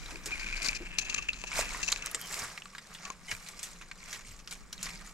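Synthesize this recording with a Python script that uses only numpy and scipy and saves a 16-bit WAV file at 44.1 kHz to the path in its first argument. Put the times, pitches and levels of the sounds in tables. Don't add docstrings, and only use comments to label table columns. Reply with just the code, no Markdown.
import sys
import numpy as np
from scipy import signal
from scipy.fft import rfft, irfft
from scipy.io import wavfile

SR = 44100
rng = np.random.default_rng(int(sys.argv[2]) if len(sys.argv) > 2 else 0)


def master(y):
    cut = np.clip(np.atleast_2d(y).T, -1, 1)
    pcm = np.round(cut * 32767)
    wavfile.write(sys.argv[1], SR, pcm.astype(np.int16))


N = 226277
TIME = np.arange(N) / SR
HZ = np.fft.rfftfreq(4096, 1 / SR)

# (time [s], level [dB], ring [Hz], tilt [dB/octave], splintering time [s])
TWIG_BREAKS = [(.258, -34.5, 6860, 4.5, 0.0047), (1.3326, -39.5, 4100, -2, 0.0016),
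               (1.5153, -38, 2400, -4.5, .004), (1.53, -38, 2480, -3, 0.001),
               (1.592, -37, 2420, -8, 0.0015), (1.747, -38, 2240, -17, 0.0017),
               (1.9192, -26.5, 6440, 4, 0.0031), (1.926, -26.5, 4320, -7.5, 0.00072),
               (2.061, -34.5, 1040, 9, 0.00089), (2.069, -38.5, 6360, -7, 0.0015),
               (2.1142, -43, 11360, 6, 0.0014), (2.1467, -29, 8060, 0.5, 0.0021),
               (2.2144, -42.5, 11400, 8, 0.0011), (2.3262, -38, 7540, 2, 0.0029),
               (2.342, -36, 1260, 5.5, 0.0016), (2.391, -36.5, 7600, 7, 0.0033),
               (2.577, -39.5, 2260, -3.5, .0017), (2.621, -45, 2720, -4, 0.00057),
               (2.6568, -45.5, 1160, -2.5, 0.0012), (2.75, -43, 1600, -6, 0.0024),
               (2.7819, -41.5, 2040, -2.5, 0.0029), (2.941, -51.5, 1050, 9, 0.0013),
               (3.314, -31.5, 1900, -0.5, 0.0028), (3.318, -39.5, 1760, -2.5, 0.0059),
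               (3.487, -44.5, 2300, 6.5, 0.0021), (3.5925, -43.5, 6740, 0, 0.0027),
               (3.6293, -34.5, 6650, 6, 0.007), (3.8128, -49.5, 2560, -17, .001),
               (3.8202, -46.5, 2540, -7, 0.0049), (3.9142, -40.5, 2270, -3.5, 0.0017),
               (4.1286, -37.5, 2060, 3.5, 0.0027), (4.14, -46, 2100, 0, .004),
               (4.475, -42.5, 5370, -1, 0.0026), (4.5098, -41, 4600, 5.5, 0.0043),
               (4.523, -43.5, 2300, -1, 0.0037), (4.7283, -38.5, 4030, 3, 0.0031),
               (4.7796, -48.5, 3980, 5, 0.001), (4.829, -33.5, 6740, 4.5, 0.0039),
               (4.8648, -39.5, 1940, -1.5, .003)]
# (peak time [s], twig friction [dB], leaf crackle [dB], build-up [s], relaxing [s])
BRUSH_PUSHES = [(.085, -52.5, -53, 0.1, 0.26), (.27, -53.5, -50.5, 0.013, 0.53),
                (0.659, -43, -39, 0.036, 0.041), (1.082, -55, -58, 0.1, 0.3),
                (1.585, -36.5, -32.5, 0.036, 0.054), (1.75, -45.5, -46, 0.081, 0.16),
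                (1.92, -46, -62, 0.046, 0.077), (2.06, -53, -55, 0.043, 0.21),
                (2.34, -48.5, -45, 0.17, 0.17), (2.438, -42, -47.5, 0.11, 0.059),
                (2.93, -60, -56.5, 0.23, 0.24), (3.08, -49, -55, 0.097, 0.025),
                (3.32, -52, -44, 0.049, 0.059), (3.48, -56, -49, 0.12, 0.092),
                (3.644, -53, -47, 0.071, 0.12), (4.146, -49.5, -44.5, 0.095, 0.058),
                (4.299, -64, -48, 0.039, 0.064), (4.525, -54.5, -45, 0.026, 0.046),
                (4.735, -60, -52, .008, 0.044), (4.848, -48.5, -43.5, 0.029, 0.094),
                (5.07, -60, -53.5, 0.25, 0.25)]
# (time [s], level [dB])
FIZZ_TRIM = [(0, 4.5), (1.2, -12), (2.2, 8), (3.2, 2.5), (4.3, -4.5), (5.13, -2.5)]
# (time [s], hollow ring [dB], bright rasp [dB], length [s])
SHELL_SCRAPES = [(0.156, -44, -47, 0.003), (0.314, -31, -66, 0.014), (0.391, -39, -37.5, 0.018),
                 (0.427, -38, -46, 0.0067), (0.518, -35, -45, 0.024), (.563, -43, -36, 0.011),
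                 (0.616, -35, -34, 0.011), (.642, -38, -28, 0.0099), (0.659, -47, -27.5, 0.0054),
                 (0.684, -44, -25.5, 0.0035), (0.689, -30, -47, 0.0017), (0.744, -36, -32.5, 0.02),
                 (0.984, -31.5, -27, 0.0026), (.988, -37.5, -27.5, 0.0071), (1.008, -39, -35.5, 0.014),
                 (1.045, -51, -40.5, 0.012), (1.094, -33.5, -32, 0.0083), (1.143, -32, -27.5, 0.0046),
                 (1.177, -30.5, -35.5, 0.0099), (1.222, -40, -41, 0.0054), (1.285, -26, -39.5, 0.0045),
                 (1.298, -38, -48, 0.0051), (1.464, -40.5, -38.5, 0.016), (1.83, -33, -31, 0.0066),
                 (1.878, -32, -33, 0.0032), (1.883, -32.5, -30, 0.0046), (2.021, -39.5, -42, 0.0036),
                 (3.051, -43.5, -39.5, 0.0031), (3.102, -45, -38, 0.0011)]
# (time [s], hollow ring [dB], bright rasp [dB])
SHELL_DRAG = [(0, -53, -48), (.24, -58, -79), (.32, -39.5, -47.5), (.7, -41.5, -48), (.83, -47.5, -56),
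              (.96, -46.5, -62), (1.17, -42, -46), (1.27, -50, -57.5), (1.42, -50, -47.5), (1.6, -40, -54),
              (1.9, -58, -39.5), (2.03, -45, -52.5), (2.145, -45, -59)]
# (time [s], hollow ring [dB], bright rasp [dB])
SHELL_FLICKS = [(0.9873, -36, -27), (1.4391, -40.5, -45), (1.8304, -37, -36), (1.9612, -38, -40)]
# (time [s], level [dB], ring [Hz], decay [s])
KNOCKS_AND_THUMPS = [(.119, -44, 324, 0.06), (0.264, -44.5, 386, 0.023), (.803, -39.5, 324, 0.019),
                     (1.4397, -44, 780, 0.0034), (1.591, -30.5, 617, 0.0049), (1.924, -45, 890, 0.004),
                     (2.147, -45.5, 435, 0.014), (2.42, -46, 110, 0.023), (3.102, -54, 530, 0.0027),
                     (3.315, -50, 660, 0.0092), (3.321, -46, 96, .0066), (4.28, -50, 90, .04)]
# (time [s], level [dB], ring [Hz], length [s])
CREAKS = [(1.14, -46, 1230, 0.011), (1.18, -44, 1155, 0.01), (2.198, -43, 3130, 0.069),
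          (2.729, -54, 1130, 0.009), (3.037, -44, 1130, 0.049), (3.099, -39, 1090, 0.0057),
          (3.273, -42, 2140, 0.037), (3.278, -44.5, 3040, 0.03)]
# (time [s], level [dB])
HAND_SHAKE = [(0.0, -44.5), (0.93, -46.5), (0.97, -52.5), (1.04, -47.5), (1.4, -46), (1.51, -49),
              (1.57, -42), (2.87, -69.5), (3.37, -55), (3.49, -69), (3.54, -59), (3.83, -57.5),
              (4.89, -49.5), (5.13, -53)]
# (time [s], level [dB])
DRONE_LEVEL = [(4.1, -64), (4.3, -67), (4.45, -66), (4.7, -64), (4.8, -55), (4.97, -57), (5.13, -68)]
# (frequency [Hz], level [dB])
WOOD_SPECTRUM = [(100, -25), (500, -14.5), (1200, 0), (2500, 2), (4500, 0), (7500, -2), (9500, -9.5),
                 (12500, -14), (16000, -34)]
TWIG_SPECTRUM = [(70, -1), (300, -5.5), (700, -6.5), (1200, -0.5), (2200, -1.5), (3200, -8), (5000, -5),
                 (8000, -10.5), (15000, -46)]
LEAF_SPECTRUM = [(800, -40), (2300, 6), (3200, -4.5), (4300, 4), (5500, 0.5), (7300, 3.5), (8700, -1.5),
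                 (10500, -10), (12300, -11), (14000, -28), (16000, -47)]
FIZZ_SPECTRUM = [(1500, -10), (4000, -1), (8000, 3.5), (12300, -4), (14000, -11), (16000, -15)]
# (frequency [Hz], level [dB])
HOLLOW_SPECTRUM = [(200, -13), (800, -21), (1130, -17), (1350, -18.5), (1700, -4), (1950, -11), (2300, -2),
                   (2620, 5.5), (2850, -4.5), (3200, -9), (4500, -23.5), (8000, -45), (15000, -65)]
RASP_SPECTRUM = [(1500, -39), (3200, -10), (3900, -0.5), (4500, 2), (5300, -1), (6300, 1), (6850, -0.5),
                 (7350, -0.5), (8300, -13), (9600, -12), (11000, -25.5), (12500, -18.5), (15000, -51)]
# (frequency [Hz], level [dB])
RUMBLE_SPECTRUM = [(8, -31), (20, -14), (27, -0.5), (37, -16), (48, -9), (70, -34.5), (120, -30),
                   (300, -32), (1000, -61)]
HUSH_SPECTRUM = [(30, 9.5), (90, -7.5), (135, 4), (190, 2), (290, -7.5), (500, -4), (800, -13.5),
                 (1150, -4.5), (2300, -31), (3200, -44), (4500, -23), (7000, -39), (10000, -24),
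                 (15500, -42)]
# (frequency [Hz], side gain [dB])
SIDE_GAIN = [(500, -6), (2300, 1.5), (4800, -3), (6200, 0.5), (8500, -7), (11300, -4), (12500, 6),
             (15500, 2)]
# (frequency [Hz], right over left [dB])
RIGHT_LEAN = [(2000, 0), (3200, 0.5), (4500, -0.5), (6000, 0.5), (11300, -.5), (12400, 2), (14000, 5),
              (15500, 5)]
# (frequency [Hz], phase lag [rad])
LEFT_LAG = [(600, 0.21), (1500, 0.29), (2600, 0.85), (3200, 0.42), (4700, 1.06), (5600, 0.038),
            (7500, 0.13)]

HOLLOW_HZ = 2620


def snaps(breaks, brittle_s=0.0028, overtone_db=6, size=2400):
    out, t = np.zeros((2, N)), np.arange(size) / SR
    octaves = np.log2(np.maximum(HZ, 1200) / 3000)
    for s, db, hz, tilt_db, splinter in breaks:
        shower = (1 - np.exp(-(t + 1 / SR) / (0.07 * splinter))) * np.exp(-t / (2.4 * splinter))
        fibres = ports(np.array([slips(size, 14000, 5.1) for _ in range(2)]) * shower, apart=0.38)
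        fibres /= np.linalg.norm(fibres[0]) + 1e-9
        fibres[:, 0] += 1.2 * np.exp(-(splinter / brittle_s) ** 2)
        ring_db = 11 - 6.5 * np.log2(splinter / 0.0025)
        overtones = np.geomspace(1300, 8000, num=5) * rng.uniform(0.702, 1.355, 5)
        modes = ring_db * bump(hz, 0.22) + overtone_db * sum(bump(f, 0.084) for f in overtones)
        snap = ring(fibres, curve(WOOD_SPECTRUM) + tilt_db * octaves + modes)
        add(out, s, sized(snap, db))
    return out


def small_breaks(friction, per_s=7.5, spread_db=11.5, loudest_db=-44, count=60):
    rows = []
    for when, chance, strength, pitch, tough in rng.random((count, 5)):
        if chance < per_s * TIME[-1] / count:
            db = 20 * np.log10(friction[int(when * N)]) + 3 + spread_db * (2 * strength - 1)
            hz = 1520 * (8100 / 1520) ** pitch
            splinter = 0.0037 * (0.5 + tough)
            rows.append((when * TIME[-1], min(db, loudest_db), hz, 0, splinter))
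    return rows


def pushes():
    twig_power, leaf_power = amp(-66) ** 2, amp(-69) ** 2
    for s, twig_db, leaf_db, build, relax in BRUSH_PUSHES:
        swell = np.exp(-np.maximum((s - TIME) / build, (TIME - s) / relax).clip(0, 20))
        twig_power += (amp(twig_db) * swell) ** 2
        leaf_power += (amp(leaf_db) * swell) ** 2
    return np.sqrt(twig_power), np.sqrt(leaf_power)


def brush(friction, crumple):
    twigs = crackle(TWIG_SPECTRUM, (451, 5960), pieces=14, per_s=6000, spread_db=1.5,
                    decay_s=0.0009, apart=0.47, clump_db=5.5)
    leaves = crackle(LEAF_SPECTRUM, (2175, 12900), pieces=20, per_s=7000, spread_db=2.2,
                     decay_s=0.00037, apart=0.33, clump_db=10.5)
    fizz = crackle(FIZZ_SPECTRUM, (5000, 14000), pieces=8, per_s=2500, spread_db=3,
                   decay_s=0.0004, apart=0.5, clump_db=6)
    crush = level(FIZZ_TRIM) * (crumple / amp(-46)) ** 1.56
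    return amp(3) * friction * twigs + amp(-0.5) * crumple * leaves + amp(-53) * crush * fizz


def crackle(spectrum, range_hz, pieces, per_s, spread_db, decay_s, apart, clump_db, ring_db=15, size=256):
    out, t = np.zeros((2, N)), np.arange(size) / SR
    for hz in np.geomspace(*range_hz, num=pieces):
        flurry = flurries(0.009, clump_db)
        burst = ports(rng.standard_normal((2, size)), apart) * np.exp(-t / decay_s)
        tick = unit(ring(burst, ring_db * bump(hz, 0.22))[:, :size])
        clicks = flurry * slips(N, per_s / pieces, spread_db)
        out += signal.oaconvolve(clicks[None], tick, axes=1)[:, :N]
    return unit(ring(unit(out), curve(spectrum)))


def scrapes(squeak_db=7, heavy_hz=2450, light_hz=2660, coarse_hz=4700, fine_hz=6400, size=1400):
    out, t = np.zeros((2, N)), np.arange(size) / SR
    for s, hollow_db, rasp_db, length in SHELL_SCRAPES:
        hollow_hz = heavy_hz + (light_hz - heavy_hz) * eased(s)
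        rasp_hz = coarse_hz + (fine_hz - coarse_hz) * eased(s)
        grip = stroke(t, 1.68 * length, rise=0.13) + 0.047 * stroke(t, 0.043, rise=0.57)
        run = slips(size, 16000, 3.4) * grip
        sings_db = squeak_db + hollow_db - rasp_db
        hollow = ring(run, cavity(hollow_hz) + sings_db * bump(hollow_hz, 0.22))
        rasp = ring(run, curve(RASP_SPECTRUM) + squeak_db * bump(rasp_hz, 0.15))
        add(out, s, shell(sized(hollow, hollow_db), sized(rasp, rasp_db)))
    return out


def drag(heavy_hz=2400, light_hz=2620, sizzle_hz=7000, sizzle_db=8):
    run = slips(N, 2200, 4.1) * flurries(0.012, 2.5)
    contact = np.clip((SHELL_DRAG[-1][0] - TIME) / 0.08, 0, 1)
    ease = eased(TIME)
    heavy, light = (unit(ring(run, cavity(hz))) for hz in (heavy_hz, light_hz))
    coarse = unit(ring(run, curve(RASP_SPECTRUM)))
    fine = unit(ring(run, curve(RASP_SPECTRUM) + sizzle_db * bump(sizzle_hz, 0.22)))
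    hollow = amp(-1) * level(SHELL_DRAG, column=1) * ((1 - ease) * heavy + ease * light)
    rasp = level(SHELL_DRAG, column=2) * ((1 - ease) * coarse + ease * fine)
    return contact * shell(hollow, rasp)


def flicks(rattle_s=0.0017, size=900):
    out, t = np.zeros((2, N)), np.arange(size) / SR
    for s, hollow_db, rasp_db in SHELL_FLICKS:
        blow = 0.2 * slips(size, 7700, 1.6) * np.exp(-t / rattle_s)
        blow[0] += 2
        hollow = sized(ring(blow, curve(HOLLOW_SPECTRUM)), hollow_db)
        rasp = sized(ring(blow, curve(RASP_SPECTRUM)), rasp_db)
        add(out, s, shell(hollow, rasp))
    return out


def eased(s, start_s=0.65, easing_s=0.37):
    return np.clip((s - start_s) / easing_s, 0, 1)


def cavity(hz):
    return curve(HOLLOW_SPECTRUM, HZ * HOLLOW_HZ / hz)


def shell(hollow, rasp, lag_samples=4.93):
    left = 1.27 * delayed(hollow[0], lag_samples) + rasp[0]
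    right = 0.9275 * hollow[0] + amp(-17) * rasp[0]
    return np.array([left, right])


def knocks_and_thumps(ring_db=8, low_shelf_db=-6, size=2600):
    out, t = np.zeros((2, N)), np.arange(size) / SR
    for s, db, hz, decay in KNOCKS_AND_THUMPS:
        blow = ports(rng.standard_normal((2, size)), apart=0.28) * np.exp(-t / decay)
        blow[:, 0] += 6
        dull_db = -10 * np.log10(1 + (HZ / (1.48 * hz)) ** 6)
        low_cut_db = -10 * np.log10(1 + (70 / (HZ + 1)) ** 4)
        below_ring = 1 / (1 + (HZ / (0.75 * hz)) ** 4)
        body_db = dull_db + low_cut_db + low_shelf_db * below_ring + ring_db * bump(hz, 0.28)
        add(out, s, sized(ring(blow, body_db), db))
    return out


def creaks(ring_db=32, size=4000):
    out, t = np.zeros((2, N)), np.arange(size) / SR
    dull_db = -20 * np.log10(1 + (HZ / 2500) ** 2)
    for s, db, hz, length in CREAKS:
        run = slips(size, 5000, 2) * stroke(t, length, rise=0.2)
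        add(out, s, sized(ring(run, ring_db * bump(hz, 0.14) + dull_db), db))
    return out


def thicket(x, wet_db=-13, t60=0.064, size=7000):
    t = np.arange(size) / SR
    reflections = rng.standard_normal((2, size)) * (rng.random((2, size)) < 0.08)
    taps = ports(reflections, apart=0.73) * amp(-60 * t / t60) * (t > 0.003)
    echo = signal.oaconvolve(x, taps / np.linalg.norm(taps[0]), axes=1)[:, :N]
    return x + amp(wet_db) * echo


def from_right(x):
    hz = np.fft.rfftfreq(N, 1 / SR)
    left, right = rfft(x)
    mid = (left + right) / 2
    side = (left - right) / 2 * amp(curve(SIDE_GAIN, hz))
    lean = amp(curve(RIGHT_LEAN, hz) / 2)
    lag = np.exp(-1j * curve(LEFT_LAG, hz))
    return irfft(np.array([(mid + side) / lean * lag, (mid - side) * lean]), N)


def rumble():
    return level(HAND_SHAKE) * noise(RUMBLE_SPECTRUM, apart=0.6)


def air(hush_db=-60.5, drone_hz=179.7):
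    shape = [(0.5, -30), (0.85, -13), (1, 0), (1.21, -13), (2, -35), (10, -90)]
    band = [(ratio * drone_hz, db) for ratio, db in shape]
    hush = amp(hush_db) * noise(HUSH_SPECTRUM, apart=0.15)
    return hush + level(DRONE_LEVEL) * noise(band, apart=0.075)


def slips(size, per_s, spread_db):
    chance, sign, strength = rng.random((3, size))
    height = amp(spread_db * np.minimum(-np.log(strength + 1e-9), 4))
    return (chance < per_s / SR) * np.sign(sign - 0.5) * height


def stroke(t, length, rise):
    return (1 - np.exp(-(t / (rise * length)) ** 2)) * np.exp(-(t / length) ** 3)


def flurries(every_s, depth_db):
    moments = np.arange(0, TIME[-1], every_s)
    wander = np.clip(rng.standard_normal(N)[:len(moments)], -2, 2)
    return amp(depth_db * np.interp(TIME, moments, wander))


def noise(spectrum, apart):
    colour = amp(curve(spectrum, np.fft.rfftfreq(N, 1 / SR)))
    pair = irfft(rfft(rng.standard_normal((2, N))) * colour, N)
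    return unit(ports(pair, apart))


def ports(pair, apart):
    return np.array([pair[0] + apart * pair[1], pair[0] - apart * pair[1]])


def ring(x, db):
    log_gain = np.log(amp(np.r_[db, db[-2:0:-1]]))
    response = np.fft.ifft(np.exp(np.conj(signal.hilbert(log_gain)))).real[:len(HZ)]
    return signal.oaconvolve(np.atleast_2d(x), response[None], axes=1)[:, :N]


def bump(hz, octaves):
    return 1 / (1 + (np.log2((HZ + 1) / hz) / octaves) ** 2)


def curve(points, hz=HZ):
    frequencies, values = np.transpose(points)
    return np.interp(np.log(hz + 1), np.log(frequencies), values)


def level(table, column=1):
    rows = np.asarray(table)
    return amp(np.interp(TIME, rows[:, 0], rows[:, column]))


def delayed(x, samples):
    return irfft(rfft(x) * np.exp(-2j * np.pi * np.fft.rfftfreq(len(x)) * samples), len(x))


def sized(x, db):
    energy = np.mean(np.sum(x ** 2, -1))
    return x * amp(db) * np.sqrt(0.01 * SR / (energy + 1e-20))


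def unit(x):
    return x / np.sqrt(np.mean(x ** 2) + 1e-20)


def amp(db):
    return 10 ** (np.asarray(db) / 20)


def add(mix, s, sound):
    part = mix[:, max(round(s * SR), 0):][:, :sound.shape[-1]]
    part += sound[:, :part.shape[-1]]


def scene():
    friction, crumple = pushes()
    handling = scrapes() + flicks() + drag() + rumble()
    background = air()
    nearby = knocks_and_thumps() + creaks() + brush(friction, crumple)
    nearby += snaps(TWIG_BREAKS + small_breaks(friction))
    return from_right(thicket(nearby)) + handling + background


def record(dry):
    low_pass = signal.firwin(255, 15900, window=("kaiser", 8), fs=SR)
    return signal.oaconvolve(dry, low_pass[None], "same")


dry = scene()
out = record(dry)
master(out)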